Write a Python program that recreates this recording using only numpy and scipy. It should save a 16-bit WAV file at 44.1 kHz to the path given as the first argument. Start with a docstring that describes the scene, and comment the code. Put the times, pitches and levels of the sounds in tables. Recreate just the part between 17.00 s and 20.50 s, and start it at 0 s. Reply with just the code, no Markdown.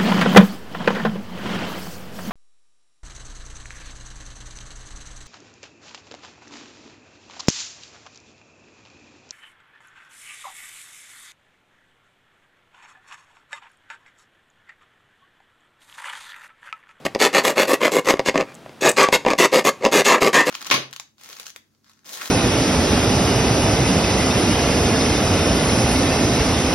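"""A hand file rasps quickly to and fro over the rim of a plastic pipe fitting, outdoors by a house wall.
It opens on steady strokes with a few knocks; past one second the file skips and knocks in a dense cluster.
The strokes thin out into a short rest near 1.5 s, then return mostly heavier, with pings and more knocks.
Teeth tear the plastic in dense tiny snaps that ring the hollow fitting and the blade; knocks are clicks
with a brief crunch. Wall reflections, a diffuse tail and quiet outdoor air surround the work."""
import sys
import numpy as np
from scipy import signal
from scipy.fft import rfft, irfft
from scipy.io import wavfile
from scipy.ndimage import uniform_filter1d, minimum_filter1d

SR = 44100
rng = np.random.default_rng(int(sys.argv[2]) if len(sys.argv) > 2 else 0)


def to_wav(s):
    """Save 16-bit WAV."""
    ch = np.atleast_2d(s).T  # columns
    pcm = np.round(np.clip(ch, -1, 1) * 32767)  # PCM
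    wavfile.write(sys.argv[1], SR, pcm.astype(np.int16))


N = 154350   # samples, 3.5 s

# band edges shared by the strokes and the knocks: body | bite | hiss | fizz
BODY_TOP_HZ, BITE_TOP_HZ, HISS_TOP_HZ = 860, 3025, 9200

START_DB, END_DB = -27.5, -42   # body and bite: level at first touch, and one fall time after the hold
HISS_START_DB, HISS_END_DB = -18.5, -56   # the same for hiss and fizz
BITE_GROWTH = 0.13   # share of the dulling that moves into the bite
BLADE_Q, BLADE_GAIN = 20, 1
# force of the teeth on the plastic: (frequency [Hz], relative level [dB per Hz])
TEETH_FORCE = [(40, -70), (90, -32), (160, -2.5), (300, 1.5), (500, 1), (850, -7.5), (1450, -9.5),
               (2400, -7), (3150, -15), (4300, -15), (5500, -19.5), (8000, -20.5), (8900, -28),
               (11800, -27), (15500, -41)]
# file strokes: (start [s], rise [s], hold [s], fall [s], hollow body level [dB], bite level [dB],
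#   mid-stroke hiss level [dB], fizz over hiss [dB], hiss lost over rise and hold [dB],
#   blade ring [Hz], hollow resonance at mid-glide [Hz])
FILE_STROKES = [ (0.049, 0.0055, 0.01, 0.027, -19, -20.5, -25.5, 3.5, 4, 4600, 253),
                (0.188, 0.036, 0.037, 0.1, -19, -18.5, -20.5, -0.5, 0.5, 4500, 444),
                (0.326, 0.035, 0.031, 0.074, -18.5, -14.5, -21.5, 0, -0.5, 4450, 620),
                (0.43, 0.019, 0.049, 0.091, -19, -20.5, -24.5, 6, 1, 7400, 540),
                (0.554, 0.03, 0.047, 0.08, -18, -17.5, -25.5, 3.5, -6.5, 4360, 555),
                (0.671, .028, 0.045, 0.052, -19.5, -22, -28, 9.5, 1.5, 5100, 534),
                (0.799, 0.025, 0.041, 0.09, -19, -18.5, -28.5, 2, -6.5, 3240, 587),
                (0.911, 0.028, 0.056, 0.036, -19, -24, -28.5, 6, 9, 7450, 470),
                (1.044, 0.051, 0.01, 0.1, -16.5, -16.5, -24, 2.5, -5, 6040, 510),
                (1.247, 0.027, 0.019, 0.032, -21, -23.5, -23.5, -6, -3.5, 2960, 278),
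                (1.337, 0.019, 0.061, 0.063, -23.5, -28.5, -40.5, -6, -2, 4900, 290),
                (1.449, 0.036, 0.036, 0.045, -54, -46.5, -58, -7, -6, 2360, 493),
                (1.807, 0.039, 0.047, 0.063, -14, -15.5, -21.5, 0, -1, 6640, 510),
                (1.963, 0.025, 0.05, 0.068, -13.5, -9, -16, -4, 2, 4750, 1010),
                (2.1203, 0.0057, 0.031, 0.034, -18, -13.5, -13, 1, 4, 3720, 490),
                (2.251, 0.017, 0.052, 0.058, -19.5, -24, -34.5, -5, -2, 4850, 1010),
                (2.379, .026, 0.054, 0.027, -13.5, -12.5, -17, 2, 2, 5900, 415),
                (2.515, 0.016, 0.063, 0.073, -17.5, -20, -24.5, 2, 0.5, 4900, 527),
                (2.641, 0.017, 0.035, 0.036, -16, -18.5, -22.5, 5, 2, 6660, 493),
                (2.806, 0.053, .012, 0.042, -15.5, -22, -32, -9, -9, 4900, 555),
                (2.911, 0.026, 0.063, 0.071, -14.5, -15.5, -19, 2, -2, 6260, 376),
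                (3.044, 0.022, 0.084, 0.09, -14.5, -13, -17, -1.5, 12.5, 6800, 930),
                (3.203, 0.017, 0.063, 0.06, -16, -20, -23.5, 2, 2, 5060, 412),
                (3.327, 0.033, 0.037, 0.077, -8.5, -7, -13.5, -1.5, -1, 6900, 1780),
                (3.45, 0.026, 0.034, .030, -20, -21.5, -26.5, 5.5, 4, 4900, 510)]


def rasping():
    """Snaps ring the fitting; each stroke has its own weight, bite, hiss and resonances."""
    body, bite, hiss, fizz = rasp_bands()
    out = np.zeros(N)
    for (start, rise, hold, fall, body_db, bite_db, hiss_db, fizz_db,
         dulling_db, ring_hz, hollow_hz) in FILE_STROKES:
        first = int(start * SR)
        span = slice(first, min(first + SR // 4, N))
        t = np.arange(span.stop - span.start) / SR
        dulled_db = dulling_db * (np.minimum(t / (rise + hold), 1) - .5)
        push = stroke_shape(t, rise, hold, fall, START_DB, END_DB)
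        hiss_push = stroke_shape(t, rise, hold, fall, HISS_START_DB, HISS_END_DB)
        treble = hiss[span] + from_db(fizz_db) * fizz[span]
        scrape = from_db(bite_db + BITE_GROWTH * dulled_db) * bite[span] * push
        scrape += from_db(hiss_db - dulled_db) * treble * hiss_push
        stroke = from_db(body_db) * body[span] * push + blade_echoes(scrape, t)
        ringing = resonate(stroke, ring_hz, BLADE_Q, BLADE_GAIN)
        out[span] += gliding_hollow(ringing, t, hollow_hz, rise + hold + fall / 2)
    return out


def rasp_bands():
    """Endless rasp on the fitting, split into body, bite, hiss and fizz to be balanced per stroke."""
    sound = rfft(ring_fitting(snaps(), TEETH_FORCE), 2 * N)
    hz = np.arange(N + 1) * SR / (2 * N)
    below = [1 / (1 + (hz / edge) ** 8) for edge in (BODY_TOP_HZ, BITE_TOP_HZ, HISS_TOP_HZ)]
    shares = np.diff(below, axis=0, prepend=0, append=1)
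    body, bite, hiss, fizz = (irfft(sound * share)[:N] for share in shares)
    return rms_one(body), rms_one(bite), rms_one(hiss), fizz / hiss.std()   # fizz is set against hiss


SNAPS_PER_S, SNAP_SPREAD_DB = 2600, 2.5
# the file grips and slips: median rate, spread of the gaps (log), decay, boost and its spread
CATCHES_PER_S, CATCH_JITTER, CATCH_S, CATCH_DEPTH, CATCH_SPREAD_DB = 135, .35, 0.0019, 1.49, 5.5


def snaps():
    """Tiny tearing snaps of uneven size, boosted just after each grip of the file."""
    gaps = np.exp(CATCH_JITTER * rng.standard_normal(size=1500)) / CATCHES_PER_S
    grips = np.concatenate([[0], np.cumsum(gaps)])
    t = np.arange(N) / SR
    last = np.searchsorted(grips, t, side="right") - 1
    strength = CATCH_DEPTH * from_db(CATCH_SPREAD_DB * rng.standard_normal(len(grips)))
    grip = 1 + strength[last] * np.exp(-(t - grips[last]) / CATCH_S)
    sizes = from_db(SNAP_SPREAD_DB * np.minimum(rng.exponential(1, N), 4))
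    signs = rng.choice([-1, 1], N)
    return grip * sizes * signs * (rng.random(N) < SNAPS_PER_S / SR)


TOUCH_S = .002   # click-free fade-in


def stroke_shape(t, rise, hold, fall, start_db, end_db):
    """Level of a stroke as the file speeds up, runs and slows to the turn."""
    rising = np.clip(1 - t / rise, 0, 1)
    falling = np.maximum(t - rise - hold, 0) / fall
    return from_db(start_db * rising ** 1.6 + end_db * falling ** .9) * np.minimum(t / TOUCH_S, 1)


# waves return from the file's ends: central delay, log spread, log slide over the span, gain
BLADE_ECHO_S, BLADE_ECHO_SPREAD, BLADE_TRAVEL, BLADE_ECHO_GAIN = .0022, .4, 0.13, 0.36


def blade_echoes(x, t):
    """Two reflections along the blade; their delays differ each stroke and slide as the file travels."""
    out = x
    for offset, way in zip(rng.uniform(-1.053, 1, 2), (1, -1)):
        stretch = BLADE_ECHO_SPREAD * (offset + way) + way * BLADE_TRAVEL * t / t[-1]
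        delay = BLADE_ECHO_S * np.exp(stretch)
        out = out + way * BLADE_ECHO_GAIN * np.interp(t - delay, t, x, left=0)
    return out / np.sqrt(1 + 2 * BLADE_ECHO_GAIN ** 2)


HOLLOW_Q, HOLLOW_GAIN = 7, .9
HOLLOW_GLIDE_OCT = 0.34   # total rise as the contact travels along the blade


def gliding_hollow(x, t, hz, length):
    """Lifts a resonance that climbs through the stroke."""
    centre = hz * 2 ** (HOLLOW_GLIDE_OCT * (np.minimum(t / length, 1) - .5))
    turn = np.exp(2j * np.pi * np.cumsum(centre) / SR)
    r = np.exp(-np.pi * hz / HOLLOW_Q / SR)
    # shift the moving centre to 0 Hz, smooth there, shift back
    smooth = signal.lfilter([1 - r], [1, -r], x / turn)
    return x + HOLLOW_GAIN * 2 * np.real(turn * smooth)


# resonances of the fitting: (frequency [Hz], width [Hz], lift [dB])
FITTING_MODES = [(230.5, 45, 6), (285, 13.3, 6), (391.3, 104, 8), (543, 120, 9), (651, 150, 5),
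                 (790, 21, 8.5), (972, 310, 8.5), (1153, 250, 9.5), (1805, 440, 8), (2156, 350, 6.5),
                 (2296, 50, -7.5), (2718, 440, 6.5), (3470, 87, 6), (6540, 360, 5)]


def ring_fitting(x, force):
    """A contact force drives the plastic fitting, whose modes lift their own bands."""
    return colour(x, spectrum_db(force, FITTING_MODES))


KNOCK_DB = 13.5   # added to every knock
CRUNCH_DB, CRUNCH_S = -14, .0022
KNOCK_RING_HZ, KNOCK_RING_Q, KNOCK_RING_GAIN = 4900, 16, 0.93
# force of a knock: (frequency [Hz], relative level [dB per Hz])
KNOCK_FORCE = [(40, -1), (100, -2.5), (200, 4.5), (600, 4), (1450, -15), (2400, -8.5), (3300, -15.5),
               (5000, -18.5), (7000, -22.5), (9500, -34), (15500, -44)]
# the file knocks on the rim: (time [s], strength relative to KNOCK_DB [dB], treble lift [dB])
RIM_KNOCKS = [ (.051, -2, 4.5), (.064, 1, 6), (0.1488, 4.5, 13), (.158, -11, -16), (1.074, 2, 8),
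              (1.106, 13, 13), (1.138, -6, -16), (1.170, -11, 8), (1.1936, 5, 3), (1.201, -5, 0),
              (1.285, 8.5, 2), (1.295, 6, 22), (1.342, -13.5, -5), (1.356, -0.5, -2), (1.367, -16, -13),
              (1.377, 5.5, 26), (1.384, -11, -6), (1.394, -11, -3), (1.409, 3, 8), (1.425, -13.5, -2),
              (1.660, -25.5, -13), (1.693, -19, 6), (2.086, 3, 5), (2.126, 17, 6), (2.161, -6.5, -0.5),
              (2.249, -6.5, -3.5), (2.2632, 7, -11.5), (2.284, 5, 12), (2.303, 8, 10.5), (2.3333, 6, 9.5),
              (2.850, 18.5, 11), (2.860, 9.5, 10), (2.887, -10, 3), (3.019, -10, 1), (3.222, 3, -5),
              (3.273, 8.5, 20)]


def knocking():
    """Each knock is a click with a brief crunch, ringing the fitting and the blade."""
    force, t = np.zeros(N + SR), np.arange(SR // 40) / SR
    for s, db, bright_db in RIM_KNOCKS:
        burst = rng.standard_normal(len(t)) * np.exp(-t / CRUNCH_S)
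        blow = (t == 0) + from_db(CRUNCH_DB) * cut(burst, BODY_TOP_HZ, "high", order=1)
        blow = blow + (from_db(bright_db) - 1) * cut(blow, BITE_TOP_HZ, "high", order=1)
        unit_blow = blow / np.sqrt(np.sum(blow ** 2))
        first = int(s * SR)
        force[first:first + len(t)] += from_db(db + KNOCK_DB) * unit_blow
    fitting = disperse(ring_fitting(force[:N], KNOCK_FORCE))
    return resonate(fitting, KNOCK_RING_HZ, KNOCK_RING_Q, KNOCK_RING_GAIN)


BASS_LAG_S, BASS_LAG_HZ = 0.001995, 4070   # lag at 0 Hz, and the scale over which it fades


def disperse(x):
    """Bending waves carry lows slower through the plastic, so a click spreads into a falling chirp."""
    hz = np.arange(N + 1) * SR / (2 * N)
    phase = 2 * np.pi * BASS_LAG_S * BASS_LAG_HZ * (1 - np.exp(-hz / BASS_LAG_HZ))
    return irfft(rfft(x, 2 * N) * np.exp(-1j * phase))[:N]


PING_Q = 7.2
# single teeth ping and squeak: (time [s], level before decay [dB], pitch [Hz], decay [s])
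TOOTH_PINGS = [(1.544, -38, 8600, 0.0012), (1.551, -37.5, 7200, 0.0028), (1.814, -22, 5800, 0.0025),
               (1.892, -7.5, 7800, 0.0044), (1.915, -17, 7250, 0.0026), (2.031, -9, 7330, 0.0037)]


def pinging():
    """Brief bright squeaks of the steel on the rim: narrow noise that dies away."""
    out, t = np.zeros(N), np.arange(SR // 20) / SR
    for s, db, hz, decay in TOOTH_PINGS:
        noise = rng.standard_normal(len(t))
        ring = rms_one(signal.lfilter(*signal.iirpeak(hz, PING_Q, fs=SR), noise))
        first = int(s * SR)
        out[first:first + len(t)] += from_db(db) * ring * np.exp(-t / decay)
    return out


YARD_DB, YARD_T60_S, YARD_TREBLE_T60_S = -20.5, 0.24, 0.24
YARD_SPLIT_HZ, YARD_TREBLE_DB, YARD_WIDTH = 7400, -14, 0.19
# close reflections: (delay [s], level [dB])
WALL_REFLECTIONS = [(.0061, -21.5), (0.0104, -28.5), (0.0182, -19.5)]


def yard(x):
    """Close wall reflections, then a faint diffuse tail with subdued treble."""
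    t = np.arange(SR // 2) / SR
    near = x + sum(from_db(db) * np.pad(x, (int(s * SR), 0))[:N] for s, db in WALL_REFLECTIONS)
    noise = rng.standard_normal((2, len(t)))
    low = cut(noise, YARD_SPLIT_HZ, "low") * from_db(-60 * t / YARD_T60_S)
    high = cut(noise, YARD_SPLIT_HZ, "high") * from_db(YARD_TREBLE_DB - 60 * t / YARD_TREBLE_T60_S)
    tail = (low - high) * np.minimum(t / 0.0035, 1)   # flipped so both bands agree in phase at the split
    tail = tail / np.sqrt(np.sum(tail[0] ** 2))
    mid, side = from_db(YARD_DB) * signal.fftconvolve(x[None], tail, axes=1)[:, :N]
    return near + mid + YARD_WIDTH * side * np.array([[1], [-1]])


AIR_DB, AIR_SIDE_DB = -45, -15.5   # the side level is relative to the mid
# outdoor background: (frequency [Hz], relative level [dB per Hz])
AIR_TONE = [(30, -20), (70, -15), (130, 3.5), (300, -1), (700, -4.5), (1300, -10), (3000, -15.5),
            (7000, -25.5), (11000, -30), (16000, -38)]


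def air():
    """Steady quiet outdoor background: shaped noise, mostly central."""
    mid, side = colour(rng.standard_normal((2, N)), spectrum_db(AIR_TONE))
    return from_db(AIR_DB) * (mid + from_db(AIR_SIDE_DB) * side * np.array([[1], [-1]]))


def from_db(db):
    """Decibels to gain."""
    return 10 ** (np.asarray(db) / 20)


def rms_one(x):
    """Scales to unit rms."""
    return x / np.sqrt(np.mean(x ** 2) + 1e-20)


def spectrum_db(points, modes=()):
    """A smooth slope with resonances on top, in dB on the frequency grid."""
    hz = np.arange(N + 1) * SR / (2 * N) + 1e-3   # keeps the log finite
    at, db = np.transpose(points)
    slope = np.interp(np.log(hz), np.log(at), db)
    return slope + sum(lift / (1 + (2 * (hz - f) / width) ** 2) for f, width, lift in modes)


def colour(x, db):
    """Causal (minimum-phase) filter of unit power gain with the given response."""
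    cepstrum = irfft(db * np.log(10) / 20)
    cepstrum[1:N] *= 2
    cepstrum[N + 1:] = 0
    filtered = irfft(rfft(x, 2 * N) * np.exp(rfft(cepstrum)))[..., :N]
    return filtered / np.sqrt(np.mean(from_db(db) ** 2))


def cut(x, hz, kind, order=2):
    """Gentle high- or low-pass."""
    return signal.sosfilt(signal.butter(order, hz, kind, fs=SR, output="sos"), x)


def resonate(x, hz, q, gain):
    """Lifts one resonance out of the sound."""
    return x + gain * signal.lfilter(*signal.iirpeak(hz, q, fs=SR), x)


TREBLE_SIDE_DB, SIDE_HZ, PAN_DB = -23.5, 5300, 0.7   # pan is left over right


def scene():
    """The filing is close and almost straight ahead; the two ears differ slightly in the treble."""
    work = rasping() + knocking() + pinging()
    late = np.pad(work, (SR // 1000, 0))[:N]   # 1 ms
    side = from_db(TREBLE_SIDE_DB) * cut(late, SIDE_HZ, "high", order=1)
    stereo = yard(work) + air() + side * np.array([[1], [-1]])
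    return stereo * from_db([[PAN_DB / 2], [-PAN_DB / 2]])


CEILING, LIMITER_S, CUTOFF_HZ = 0.82, 0.0039, 15900


def record(dry):
    """A fast look-ahead limiter holds the peaks down, then the top is cut steeply."""
    size = int(LIMITER_S * SR)
    room_left = np.minimum(1, CEILING / (np.abs(dry).max(axis=0) + 1e-9))
    gain = uniform_filter1d(minimum_filter1d(room_left, size), size)
    top_cut = signal.ellip(10, .2, 80, CUTOFF_HZ, fs=SR, output="sos")
    return signal.sosfilt(top_cut, dry * gain)


dry = scene()
out = record(dry)
to_wav(out)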